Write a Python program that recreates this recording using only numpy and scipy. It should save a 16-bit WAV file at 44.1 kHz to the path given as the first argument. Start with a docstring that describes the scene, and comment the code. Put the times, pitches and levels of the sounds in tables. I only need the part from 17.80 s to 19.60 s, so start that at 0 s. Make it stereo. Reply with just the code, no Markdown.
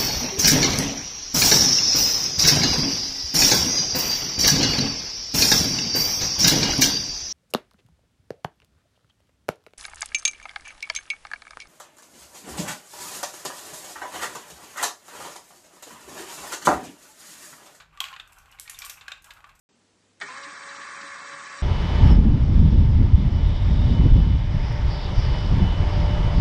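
"""A small, fairly live room: glass marbles run down a plastic toy track.
One knocks through bends and over joints: noise bursts plus decaying sines of single pieces and the track.
Another circles in a funnel; the rolling is random trains of tiny bumps, convolved with short bursts.
Sharp glassy clicks are very short noise bursts. Each source feeds a diffuse noise tail for the room.
Coloured noise makes a faint room rumble; a sine makes a low hum that fades out early."""
import sys
import numpy as np
from scipy import signal
from scipy.fft import rfft, irfft
from scipy.io import wavfile

SR = 44100
rng = np.random.default_rng(int(sys.argv[2]) if len(sys.argv) > 2 else 0)


def wav_record(signal):
    """Record a signal, one row per channel, as 16-bit PCM in the file named by sys.argv[1]."""
    frames = np.transpose(np.atleast_2d(signal))
    bounded = np.clip(frames, -1, 1)
    # unit amplitude maps onto the largest positive 16-bit level
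    quanta = np.round(bounded * 32767).astype(np.int16)
    wavfile.write(sys.argv[1], SR, quanta)


N = 79380

# Short, overlapping modes of the plastic. Each row: frequency in Hz, relative density in dB per Hz.
CLATTER_COLOUR = [(200, -61.5), (450, -3), (750, -13.5), (1100, -11.5), (1700, 2.5), (2200, 0.5),
                  (3000, 2.5), (4200, 2), (5600, -6), (7400, 3), (9500, -10), (12500, -4.5), (15000, -18)]


def from_db(db):
    """Decibels to gain."""
    return 10 ** (np.asarray(db) / 20)


def at_hz(points, hz):
    """Interpolate a table on a log-frequency axis."""
    point_hz, values = np.transpose(points)
    return np.interp(np.log(hz + 1e-9), np.log(point_hz), values)


def rms_one(x):
    """Scale to unit rms."""
    return x / np.sqrt(np.mean(x ** 2) + 1e-20)


def tone(hz, thin_hz, dull_hz):
    """Gain of a contact that is thin below one frequency and dull above another."""
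    low_loss = hz ** 2 + thin_hz ** 2 + 1e-9
    high_loss = 1 + np.square(hz / dull_hz) ** 2
    return hz / np.sqrt(low_loss * high_loss)


def noise(size, colour, side_db, thin_hz=0, dull_hz=np.inf):
    """Stereo random-phase noise with a given colour and side-to-mid ratio; rms 1."""
    hz = np.arange(size // 2 + 1) * SR / size
    mid, side = np.exp(2j * np.pi * rng.random((2, len(hz))))
    width = from_db(at_hz(side_db, hz))
    gain = from_db(at_hz(colour, hz)) * tone(hz, thin_hz, dull_hz) / np.sqrt(1 + width ** 2)
    left_right = mid + width * side * np.array([[1], [-1]])
    return rms_one(irfft(gain * left_right, size))


def dying(t60_s):
    """Exponential decay of 60 dB per t60 (at least 1 ms), 8192 samples long."""
    return np.exp(-np.log(1000) * np.arange(8192) / SR / max(t60_s, 1e-3))


def burst(colour, t60_s, thin_hz=0, dull_hz=np.inf, attack_s=0.00021):
    """Countless overlapping modes struck together: shaped noise with the rms of its decay."""
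    # Width of the direct sound. Each row: frequency in Hz, side against mid in dB.
    direct_side_db = [(200, -3), (900, -32.5), (1600, -6.5), (3000, -3.5), (5000, -3), (8000, -0.5),
                      (14000, 3.5)]
    envelope = dying(t60_s)
    rise = 1 - np.exp(-np.arange(len(envelope)) / SR / attack_s)
    modes = noise(len(envelope), colour, direct_side_db, thin_hz, dull_hz)
    return rms_one(modes * envelope * rise) * np.sqrt(np.mean(envelope ** 2))


def ring(hz, t60_s, spread_rad=0.26, attack_s=0.00054):
    """One mode: a decaying sine, slightly out of phase between left and right."""
    envelope = dying(t60_s)
    t = np.arange(len(envelope)) / SR
    offset_rad = spread_rad * np.array([[1], [-1]]) * rng.choice([-1, 1])
    phase = rng.uniform(0, 2 * np.pi) + offset_rad
    rise = 1 - np.exp(-t / attack_s)
    return envelope * rise * np.sin(2 * np.pi * hz * t + phase)


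def add(out, start_s, sound, pan_db):
    """Mix in a sound, panned by a left-right level difference."""
    start = max(int(start_s * SR), 0)
    part = sound[:, :N - start] * from_db([[pan_db / 2], [-pan_db / 2]])
    out[:, start:start + part.shape[1]] += part


def background():
    """Room rumble as coloured noise, with a faint low sine hum that fades out."""
    # Room rumble. Each row: frequency in Hz, relative density in dB per Hz.
    air_colour = [(12, -26), (30, 4.5), (60, 1), (100, -5), (150, -8), (210, -16.5), (400, -19.5),
                  (1000, -17), (4000, -27), (14000, -52.5)]
    air_db, air_side_db = -61.5, -5.5
    hum_hz, hum_db, hum_fade_s = 159, -70.5, (0.11, 0.24)  # rms before fade; fade start, end
    t = np.arange(N) / SR
    fade = np.interp(t, hum_fade_s, [1, 0])
    hum = from_db(hum_db) * fade * np.sqrt(2) * np.sin(2 * np.pi * hum_hz * t)
    air = from_db(air_db) * noise(N, air_colour, [(1, air_side_db), (SR, air_side_db)])
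    return hum + air


def bumps(colour, t60_s, pieces=4):
    """Tiny random bumps under a rolling marble, dealt to several pieces of track; rms 1."""
    bumps_per_s, bump_spread_db = 1500, 6  # mean rate over all pieces
    out = 0
    for _ in range(pieces):
        excess_db = bump_spread_db * np.minimum(rng.exponential(1, N), 4)
        sizes = from_db(excess_db) * rng.choice([-1, 1], N)
        train = sizes * (rng.random(N) < bumps_per_s / pieces / SR)
        out = out + signal.fftconvolve(train[None], burst(colour, t60_s), axes=1)[:, :N]
    return rms_one(out)


def flutter():
    """Unevenness of the rolling contact: a gain that wanders quickly at random."""
    steps_per_s, deviation_db = 45, 3.5  # dB per unit of the normal draw, clipped at 2
    steps = np.clip(rng.standard_normal(1024), -2, 2)
    wander = np.interp(np.arange(N) / SR * steps_per_s, np.arange(len(steps)), steps)
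    return from_db(deviation_db * wander)


def rolling():
    """Hollow rumble and gritty treble from contact bumps, swelling and fading along the run."""
    # Each row: time in seconds, rumble level in dB, grit level in dB (before roll_db and flutter).
    roll_levels = [(0, -50.5, -73), (.085, -70.5, -72.5), (.12, -60, -65.5), (0.272, -49, -48),
                   (.42, -58.5, -75), (.53, -59.5, -59), (.63, -62, -72.5), (.74, -55.5, -55.5),
                   (.84, -63.5, -64), (0.908, -51.5, -52.5), (.99, -61.5, -51), (1.06, -57.5, -57.5),
                   (1.15, -55.5, -54.5), (1.26, -53.5, -58.5), (1.352, -52, -47.5), (1.42, -79, -79),
                   (1.468, -51.5, -56.5), (1.55, -60, -98.5), (1.66, -59.5, -65), (1.8, -69.5, -73.5)]
    # Hollow rumble. Each row: frequency in Hz, relative density in dB per Hz.
    rumble_colour = [(250, -52), (550, -9), (800, 4), (1200, 5.5), (1600, 7.5), (2100, -17), (3500, -15),
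                     (8000, -15)]
    # Gritty treble. Each row: frequency in Hz, relative density in dB per Hz.
    grit_colour = [(900, -34), (1800, 1), (2400, 10), (3400, -0.5), (4800, -28), (7500, -10), (14000, -65)]
    roll_db = -2
    time_s, rumble_db, grit_db = np.transpose(roll_levels)
    t = np.arange(N) / SR
    rumble = from_db(np.interp(t, time_s, rumble_db)) * bumps(rumble_colour, t60_s=0.083)
    grit = from_db(np.interp(t, time_s, grit_db)) * bumps(grit_colour, t60_s=0.018)
    return from_db(roll_db) * flutter() * (rumble + grit)


def track_ring(thin_hz, dull_hz, uneven_db=2):
    """Modes of the whole track swell as the blow spreads, with new strengths at every contact."""
    # Each row: frequency in Hz, relative level in dB (before modes_db), t60 in seconds.
    track_modes = [(786.5, 15.5, .08), (1122, 24, 0.048), (1270, 6, 0.031), (1427.4, 17, 0.063),
                   (1620, -19, 0.082), (1620, 10, 0.1), (1760, 6, 0.044), (2150, 8, 0.044),
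                   (2551, 22.5, 0.054), (2520, -21, 0.04), (2970, -3, 0.074), (3030, -18, 0.045),
                   (3400, -22, 0.06), (3580, 2, .07)]
    modes_db = -26.5  # against the clatter
    out = 0
    for hz, db, t60_s in track_modes:
        strength = from_db(modes_db + db + uneven_db * rng.normal())
        mode = ring(hz, t60_s, spread_rad=0.56, attack_s=0.0053)
        out = out + strength * tone(hz, thin_hz, dull_hz) * mode
    return out


def knocks(chatters=3):
    """A blow makes plastic clatter, rings the struck piece and track, then chatters as the marble settles."""
    # Each row: start in seconds, clatter level in dB, clatter t60 in seconds, dull above in Hz,
    # pitch of the struck piece in Hz, its ring level in dB, its t60 in seconds, left-right in dB.
    knock_events = [(0.001, -45, 0.13, 4300, 1206, -40.5, 0.021, 2),
                    (0.128, -66, 0.061, 2600, 1174, -55.5, 0.096, -3),
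                    (0.174, -42.5, 0.021, 4050, 1172, -46, 0.12, 1.5),
                    (0.2040, -22, 0.02, 8500, 3263, -8, .010, -4.5),
                    (0.2111, -37, 0.043, 5000, 1097, -26, 0.055, 1),
                    (0.2206, -45, .02, 4000, 3120, -62, 0.02, -7),
                    (0.2407, -27, 0.013, 5100, 2940, -16, 0.0091, 0),
                    (0.251, -37.5, 0.1, 4270, 2920, -49, 0.034, 0),
                    (0.284, -38.5, 0.034, 3960, 2570, -59, 0.036, -4),
                    (0.3281, -41, 0.062, 3060, 1066, -36, 0.081, 2),
                    (0.3380, -43, .03, 3480, 2910, -34, 0.025, -4),
                    (0.363, -36, 0.032, 2780, 1217, -40.5, 0.033, .5),
                    (0.3981, -35, 0.042, 2780, 3555, -25.5, 0.013, -0.5),
                    (0.5874, -57.5, 0.016, 9000, 1440, -79, 0.042, -9),
                    (0.6200, -60, 0.066, 5000, 3100, -66, .06, 0),
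                    (0.6560, -57, 0.099, 2200, 786, -56, 0.042, 0),
                    (0.7240, -52, 0.039, 4000, 2910, -53, 0.1, -3),
                    (0.787, -46, 0.029, 4580, 2195, -42.5, 0.038, 1),
                    (0.856, -57, 0.27, 4000, 1870, -49.5, 0.16, -.5),
                    (0.8761, -41, 0.049, 5000, 2265, -38.5, 0.047, -1),
                    (0.895, -43.5, 0.087, 6000, 1833, -37, 0.045, 1),
                    (0.945, -51.5, 0.24, 7050, 3620, -39.5, 0.041, -7.5),
                    (1.0191, -34.5, 0.07, 5870, 2395, -30.5, .025, -2),
                    (1.0400, -41.5, 0.11, 6060, 1114, -41.5, 0.1, 3.5),
                    (1.046, -39, 0.026, 6000, 2920, -57, 0.035, -5),
                    (1.0640, -39, 0.023, 6000, 1180, -39, 0.038, 2),
                    (1.0957, -36, 0.07, 6000, 1830, -39.5, 0.017, 0.5),
                    (1.2105, -42, 0.076, 3860, 1050, -50, 0.057, -1.5),
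                    (1.2808, -31.5, 0.024, 6400, 1628, -27, .035, 0),
                    (1.305, -46, 0.012, 2020, 1420, -36.5, 0.022, -3),
                    (1.3182, -30.5, 0.026, 4170, 1560, -30.5, 0.033, 0.5),
                    (1.3205, -40, .03, 4940, 3670, -30, 0.036, -4),
                    (1.4422, -53, .11, 4020, 1627, -53.5, 0.23, -.5),
                    (1.5060, -40.5, 0.068, 4300, 1657, -46.5, 0.079, -3),
                    (1.5070, -54, 0.023, 5000, 3730, -39, 0.027, -5),
                    (1.568, -53.5, 0.078, 1990, 1290, -49, .06, 2),
                    (1.6049, -46, 0.012, 2400, 1060, -46, 0.019, 1.5),
                    (1.6418, -43.5, 0.041, 2340, 1160, -37, 0.026, 1),
                    (1.693, -51.5, 0.055, 3020, 1240, -51, .04, -2)]
    attack_s = 0.00024
    thin_share = 0.45  # high-pitched pieces are small: clatter thins below this share of pitch
    chatter_s, chatter_t60_s = 0.004, 0.024  # spacing before random scaling, decay
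    chatter_db, chatter_loss_db = -13.5, 6.5  # first against the knock, drop per repeat
    out = np.zeros((2, N))
    for start_s, db, t60_s, dull_hz, hz, ring_db, ring_t60_s, pan_db in knock_events:
        thin_hz = thin_share * hz
        clatter = burst(CLATTER_COLOUR, t60_s, thin_hz, dull_hz, attack_s)
        blow = from_db(db) * (clatter + track_ring(thin_hz, dull_hz))
        piece = from_db(ring_db) * ring(hz, ring_t60_s)
        add(out, start_s, blow + piece, pan_db)
        delays_s = np.cumsum(chatter_s * rng.uniform(0.63, 1.3, chatters))
        for k, delay_s in enumerate(delays_s):
            gain = from_db(db + chatter_db - k * chatter_loss_db)
            chatter = gain * burst(CLATTER_COLOUR, chatter_t60_s, thin_hz, dull_hz)
            add(out, start_s + delay_s, chatter, pan_db)
    return out


def clicks():
    """Hard contacts of glass, and one early reflection off the table (at 0.9922 s), as bright bursts."""
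    # Each row: start in seconds, level in dB, t60 in seconds, left-right in dB.
    click_events = [(0.1735, -56, 0.01, 4), (0.203, -26.5, 0.0062, 1), (0.2433, -31, 0.0027, -1),
                    (0.389, -57, 0.0049, 3), (0.467, -68, .01, 3), (0.475, -52, 0.024, -1.5),
                    (0.522, -50, 0.038, -1), (0.531, -43, 0.0076, -1), (0.563, -63, 0.016, 10.5),
                    (0.585, -43, 0.014, -4.5), (0.658, -55, 0.013, -1), (0.692, -66, 0.017, 5),
                    (0.714, -51.5, 0.039, -6), (0.7978, -22, 0.0048, -2.5), (0.897, -26.5, 0.017, -4),
                    (0.9892, -21, 0.0038, 1.5), (0.9922, -33.5, 0.0014, 23), (1.0492, -30, 0.0046, -16),
                    (1.0542, -33.5, 0.0057, 13), (1.059, -29, 0.0058, -5), (1.0650, -36, 0.0073, -5),
                    (1.0972, -30.5, 0.021, -12.5), (1.2812, -56, 0.004, -4), (1.4216, -48, 0.02, -1),
                    (1.4428, -42.5, 0.029, -1.5), (1.5078, -50, .02, 2), (1.537, -43, 0.0052, -5),
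                    (1.628, -65, 0.0075, -1), (1.694, -62, 0.017, 3), (1.752, -57, 0.053, -1.5),
                    (1.791, -51, 0.035, -2)]
    # Colour of a click. Each row: frequency in Hz, relative density in dB per Hz.
    glass_colour = [(500, -15), (1200, -22), (2300, -7.5), (3800, -12), (5200, -2), (6500, -0.5), (8000, 3),
                    (9700, -4), (12000, 1), (14000, -3.5), (15500, -25)]
    out = np.zeros((2, N))
    for start_s, db, t60_s, pan_db in click_events:
        add(out, start_s, from_db(db) * burst(glass_colour, t60_s, attack_s=0.00047), pan_db)
    return out


def room(x):
    """A diffuse tail that builds up quickly and dies at its own rate in each band."""
    # Width of the tail. Each row: frequency in Hz, side against mid in dB.
    tail_side_db = [(200, -4.5), (1000, -1.5), (2000, -1), (4000, 3.5), (14000, 2.5)]
    # Each row: band centre in Hz, t60 in seconds.
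    band_t60 = [(300, 0.17), (1200, 0.26), (3000, 0.3), (7000, 0.31), (14000, 0.25)]
    gap_s, build_s = 0.001, 0.0021
    ease_s, ease_db = 0.013, -0.5  # the tail eases down slightly: time it takes and size
    size = 32768
    t, hz = np.arange(size) / SR, np.arange(size // 2 + 1) * SR / size
    white = rfft(noise(size, [(1, 0), (SR, 0)], tail_side_db))
    centres_hz, t60s_s = np.transpose(band_t60)
    tail = 0
    for share, t60_s in zip(np.eye(len(t60s_s)), t60s_s):  # bands crossfade into their neighbours
        band = irfft(white * at_hz(np.c_[centres_hz, share], hz))
        tail = tail + band * np.exp(-np.log(1000) * t / t60_s)
    tail = tail * (1 - np.exp(-np.maximum(t - gap_s, 0) / build_s))
    tail = tail * from_db(ease_db * np.clip(t / ease_s, 0, 1) ** 4)
    feed = rms_one(x[0] + x[1]) * np.sqrt(np.mean(x ** 2))
    return signal.fftconvolve(feed[None], rms_one(tail) / np.sqrt(size), axes=1)[:, :N]


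def scene():
    """Rolling, knocks and clicks, each with its share of the room, over the background."""
    low_cut_hz = 484  # the small pieces radiate little bass
    sources = [(rolling(), -5), (knocks(), -5), (clicks(), -0.5)]  # with room level in dB
    marbles = sum(x + from_db(room_db) * room(x) for x, room_db in sources)
    low_cut = signal.butter(3, low_cut_hz, "high", fs=SR, output="sos")
    return background() + signal.sosfilt(low_cut, marbles)


def record(dry):
    """Cut the top steeply, 60 dB down from the stopband edge."""
    stop_hz = 15600
    return signal.sosfilt(signal.cheby2(12, 60, stop_hz, fs=SR, output="sos"), dry)


dry = scene()
out = record(dry)
wav_record(out)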